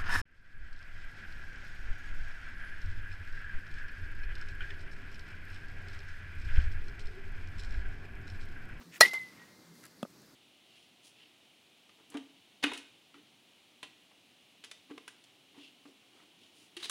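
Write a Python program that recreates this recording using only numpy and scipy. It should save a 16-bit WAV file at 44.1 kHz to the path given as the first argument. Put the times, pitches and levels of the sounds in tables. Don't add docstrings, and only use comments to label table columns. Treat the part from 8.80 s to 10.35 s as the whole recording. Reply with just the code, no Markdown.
import sys
import numpy as np
from scipy import signal
from scipy.io import wavfile
from scipy.ndimage import uniform_filter1d

SR = 44100
rng = np.random.default_rng(int(sys.argv[2]) if len(sys.argv) > 2 else 0)


def materialize(psi):
    bounded = np.clip(np.atleast_2d(psi).T, -1, 1)
    quanta = np.round(bounded * 32767).astype(np.int16)
    wavfile.write(sys.argv[1], SR, quanta)


def convert_level_to_amplitude(level_db):
    exponent = np.asarray(level_db, float) / 20
    return 10 ** exponent


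N = 68355
HIT_S, HIT_DB = 0.2081, -2


def evened(x):
    return x / np.sqrt(np.mean(x ** 2) + 1e-20)


def read(points, hz):
    f, value = np.transpose(points)
    return np.interp(np.log(hz + 1), np.log(f + 1), value)


def add(mix, s, sound):
    part = mix[round(s * SR):][:len(sound)]
    part += sound[:len(part)]


def band(x, hz, width):
    lo = np.sqrt(hz ** 2 + width ** 2 / 4) - width / 2
    hi = min(lo + width, SR / 2.2)
    return signal.sosfilt(signal.butter(2, [lo, hi], "band", fs=SR, output="sos"), x)


def ring(modes, t):
    return sum(convert_level_to_amplitude(db - 60 * t / t60) * np.sin(2 * np.pi * hz * t) for hz, db, t60 in modes)


def colour(points):
    gain = convert_level_to_amplitude(2 * read(points, np.linspace(0, SR / 2, 129)))
    pulse = signal.minimum_phase(signal.firwin2(255, np.linspace(0, 1, 129), gain))
    return pulse / np.linalg.norm(pulse)


def smoothed(x, first, second):
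    return uniform_filter1d(uniform_filter1d(x, first, axis=0), second, axis=1)


def wash():
    # f/Hz, level/dB per Hz
    spectrum = [(60, -19), (220, -1), (700, -17), (1600, -17), (2900, -24), (4500, -18), (8000, -27),
                (16500, -30.5)]
    wash_db, patchy_db = -59, 1.2
    frames, hz = N // 128 + 5, np.fft.rfftfreq(512, 1 / SR)
    a, b, patches = rng.standard_normal((frames, 257, 3)).T
    patches = evened(smoothed(patches, 8, 20))
    z = (a + 1j * b) * convert_level_to_amplitude(read(spectrum, hz)[:, None] + patchy_db * patches)
    return convert_level_to_amplitude(wash_db) * evened(signal.istft(z, nperseg=512, noverlap=384)[1][:N])


def swishes():
    # start t/s, peak t/s, end t/s, level/dB, centre f/Hz, width f/Hz
    gusts = [(.11, .16, .187, -51.5, 2100, 1300), (.115, .15, .185, -59, 6200, 2500),
             (.125, .172, .19, -60, 11500, 8000), (.005, .018, .035, -56, 900, 2500),
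             (.5, .6, .75, -62, 1300, 1800), (.92, 1.0, 1.085, -66, 6000, 10000),
             (.2035, .206, .209, -31, 4000, 12000), (1.02, 1.05, 1.075, -58, 1700, 900)]
    t, out = np.arange(N) / SR, np.zeros(N)
    for start, peak, end, db, hz, width in gusts:
        grain = convert_level_to_amplitude(2.5 * evened(uniform_filter1d(rng.standard_normal(N), 60)))
        swell = np.sin(np.pi / 2 * np.interp(t, [start, peak, end], [0, 1, 0]))
        out += convert_level_to_amplitude(db) * swell * evened(grain * band(rng.standard_normal(N), hz, width))
    return out


def footsteps():
    # centre t/s, length t/s, level/dB, f/Hz
    knocks = [(0.012, .012, -51, 240), (0.08, .03, -49.5, 170), (0.273, .025, -53.5, 200),
              (.9, .05, -51, 168)]
    # t/s, level/dB
    grit = [(0.132, -62), (0.164, -50), (0.945, -60), (.954, -53), (1.033, -55), (1.039, -44.5),
            (1.052, -44.5), (1.055, -42), (1.065, -46.5), (1.08, -60), (1.303, -53.5), (1.418, -52.5)]
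    grit_t60_s = 0.011
    t, out = np.arange(N) / SR, np.zeros(N)
    for s, length, db, hz in knocks:
        out += convert_level_to_amplitude(db) * np.exp(-((t - s) / length) ** 2) * np.sin(2 * np.pi * hz * t)
    for s, db in grit:
        snap = rng.standard_normal(600) * convert_level_to_amplitude(-60 * t[:600] / grit_t60_s)
        body = 2 * band(snap, 1750, 600)
        add(out, s, convert_level_to_amplitude(db) * (band(snap, 6500, 9000) + body))
    return out


def barrel():
    barrel_hz = [670, 888, 1303, 1670, 2480, 3400, 4177, 5220, 5680, 6940, 8330, 9685, 10800, 15110]
    # level/dB, t60/s
    decays = [(-4.5, .03), (-9, 0.04), (2.5, 0.021), (-3, 0.029), (-10.5, 0.041), (-16, 0.063),
              (-6.5, 0.13), (-12, 0.08), (-18, 0.1), (-26.5, .06), (-24, 0.01), (-18, 0.36), (-13.5, .02),
              (-19, .02)]
    # f/Hz, level/dB, t60/s
    squash = [(476.3, -6, 0.015)]
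    swell_s, turn_s = 0.0018, 0.015
    t, out = np.arange(SR // 5) / SR, np.zeros(N)
    modes = [(hz, db, t60) for hz, (db, t60) in zip(barrel_hz, decays)]
    envelope = (1 - np.exp(-t / swell_s)) * np.exp(-(t / turn_s) ** 4)
    add(out, HIT_S, convert_level_to_amplitude(HIT_DB) * envelope * (ring(modes, t) - ring(squash, t)))
    return out


def crack():
    # f/Hz, level/dB
    crack_spectrum = [(150, -30.5), (450, -9.5), (1000, -6), (1500, -5.5), (3000, -10), (4500, 1.5),
                      (11000, -12), (16500, -13.5)]
    crack_db, crack_t60_s, click_db, crush_hz = -6.5, 0.025, 9, 1800
    t, out = np.arange(2048) / SR, np.zeros(N)
    click = colour(crack_spectrum)
    burst = rng.standard_normal(2048) * convert_level_to_amplitude(-60 * t / crack_t60_s)
    burst = signal.sosfilt(signal.butter(2, crush_hz, "high", fs=SR, output="sos"), burst)
    blow = convert_level_to_amplitude(crack_db) * signal.lfilter(click, 1, burst)
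    add(blow, 0, convert_level_to_amplitude(click_db) * click)
    add(out, HIT_S, convert_level_to_amplitude(HIT_DB) * blow)
    return out


def moving_note(rows, pitch):
    s, db = np.transpose(rows)
    t = np.arange(s[0], s[-1], 1 / SR)
    edge = np.clip(np.minimum(t - s[0], s[-1] - t) / 0.003, 0, 1)
    level = np.sqrt(2) * edge * convert_level_to_amplitude(np.interp(t, s, db))
    phase = 2 * np.pi * np.cumsum(np.interp(t, *np.transpose(pitch))) / SR
    return s[0], level * np.sin(phase)


def swinging_ping():
    # t/s, f/Hz
    direct = [(.21, -32), (.216, -11.5), (.224, -21.5), (.232, -11.5), (.24, -20.5), (.247, -36.5),
              (.251, -21.5), (.259, -27), (.285, -59.5)]
    direct_hz = [(.21, 1935), (.235, 1948), (.26, 1965)]
    # t/s, level/dB; then t/s, f/Hz
    fence = [(.235, -45.5), (.253, -28.5), (.266, -33.5), (.273, -49.5), (.28, -35.5), (.309, -45.5),
             (.313, -37.5), (.331, -38.5), (.336, -39)]
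    fence_hz = [(.25, 2102), (.275, 2065), (.29, 2080), (.33, 2040)]
    # t/s, level/dB; then t/s, f/Hz
    far = [(.338, -37), (.345, -29.5), (.35, -34), (.382, -34.5), (.39, -57), (.397, -41), (.42, -41.5),
           (.455, -51), (.54, -68.5)]
    far_hz = [(.35, 2070), (.38, 2064), (.41, 2040), (.53, 1975)]
    # t/s, level/dB; then t/s, f/Hz
    last = [(.53, -78), (.58, -65.5), (.63, -55.5), (.66, -72), (.73, -70), (.76, -73)]
    last_hz = [(.55, 1898), (.65, 1905)]
    out = np.zeros(N)
    for rows, pitch in ((direct, direct_hz), (fence, fence_hz), (far, far_hz), (last, last_hz)):
        add(out, *moving_note(rows, pitch))
    return out


def scatter(stretch):
    # f/Hz, t60/s
    decay = [(200, 0.45), (600, 0.12), (1500, .2), (4000, 0.33), (8000, .25), (15000, 0.24)]
    scatter_db = 4
    hz, t, z = signal.stft(rng.standard_normal(SR + SR // 4), SR, nperseg=128)
    lumps = evened(smoothed(rng.standard_normal(z.shape[::-1]).T, 10, 3))
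    fall = convert_level_to_amplitude(-60 * t / (stretch * read(decay, hz))[:, None])
    h = signal.istft(z * convert_level_to_amplitude(scatter_db * lumps) * fall, SR, nperseg=128)[1]
    return h / np.linalg.norm(h)


def returns():
    # f/Hz, level/dB
    return_spectrum = [(150, -20), (500, -1), (1100, 1), (2500, -5), (4500, -4), (7000, -12), (12000, -11),
                       (16500, -28.5)]
    # delay t/s, level/dB, smear t/s, top f/Hz
    echoes = [(0.0139, -17.5, 0.0045, 7000), (.027, -14.5, .005, 8900), (.047, -29, 0.018, 8100),
              (0.062, -26.5, .006, 4930), (.126, -22, 0.0061, 18000), (0.129, -21, 0.01, 16600),
              (.14, -23, 0.046, 9400)]
    cage_db, field_db = -0.5, -21
    out = np.zeros(N)
    blow = 2 * colour(return_spectrum)
    for delay, db, smear, top_hz in echoes:
        spread = rng.standard_normal(4000) * np.exp(-np.arange(4000) / SR / max(smear, 0.001) * 2)
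        low_pass = signal.butter(1, min(top_hz, SR / 2.2), fs=SR, output="sos")
        dull = signal.sosfilt(low_pass, blow)
        add(out, HIT_S + delay, convert_level_to_amplitude(db) * np.convolve(dull, spread / np.linalg.norm(spread)))
    add(out, HIT_S + 0.003, signal.fftconvolve(blow, convert_level_to_amplitude(cage_db) * scatter(0.71)))
    add(out, HIT_S + 0.014, signal.fftconvolve(blow, convert_level_to_amplitude(field_db) * scatter(5)))
    return out


def frame_hum():
    beat_hz, beat_phase, rise_s = 20.5, 0.3, 0.089
    t, out = np.arange(N) / SR, np.zeros(N)
    throb = np.cos(np.pi * (beat_hz * t + beat_phase))
    tone = ring([(2097, -55.5, 3.2)], t)
    add(out, HIT_S, np.minimum(t / rise_s, 1) * throb * tone)
    return out


def thuds():
    # t/s, level/dB, share of thud and tick (0-1)
    landings = [
        (1.229, -24.5, 1.),
        (1.2508, -34.5, 0),
    ]
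    # f/Hz, level/dB, t60/s
    turf = [(225, 2.5, 0.032), (2615, -19, 0.031), (3367, -8, .012), (1225, -3.5, .015), (398, -5, 0.012),
            (556, -0.5, 0.018)]
    tick_db, tick_t60_s = -18, 0.02
    t, out = np.arange(SR // 8) / SR, np.zeros(N)
    for s, db, low in landings:
        tick = convert_level_to_amplitude(tick_db - 60 * t / tick_t60_s) * band(rng.standard_normal(len(t)), 4500, 12000)
        body = low * ring(turf[:3], t) + ring(turf[3:], t)
        add(out, s, -convert_level_to_amplitude(db) * (np.minimum(t / 0.0006, 1) * body + low * tick))
    return out


def scene():
    bat = barrel() + crack() + swinging_ping() + returns() + frame_hum()
    near = swishes() + footsteps() + bat + thuds()
    low_cut = signal.butter(3, 170, "high", fs=SR, output="sos")
    return (wash() + signal.sosfilt(low_cut, near))[None]


def top_cut(x):
    return signal.sosfilt(signal.butter(12, 17080, fs=SR, output="sos"), x)


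def record(dry):
    ceiling = 0.7
    clipped = dry / (1 + (dry / ceiling) ** 4) ** (1 / 4)
    low = signal.butter(2, 100, "high", fs=SR, output="sos")
    top = signal.cheby1(8, 0.5, 15600, fs=SR, output="sos")
    mix = signal.sosfilt(np.vstack([low, top]), clipped)
    return top_cut(mix)


dry = scene()
out = record(dry)
materialize(out)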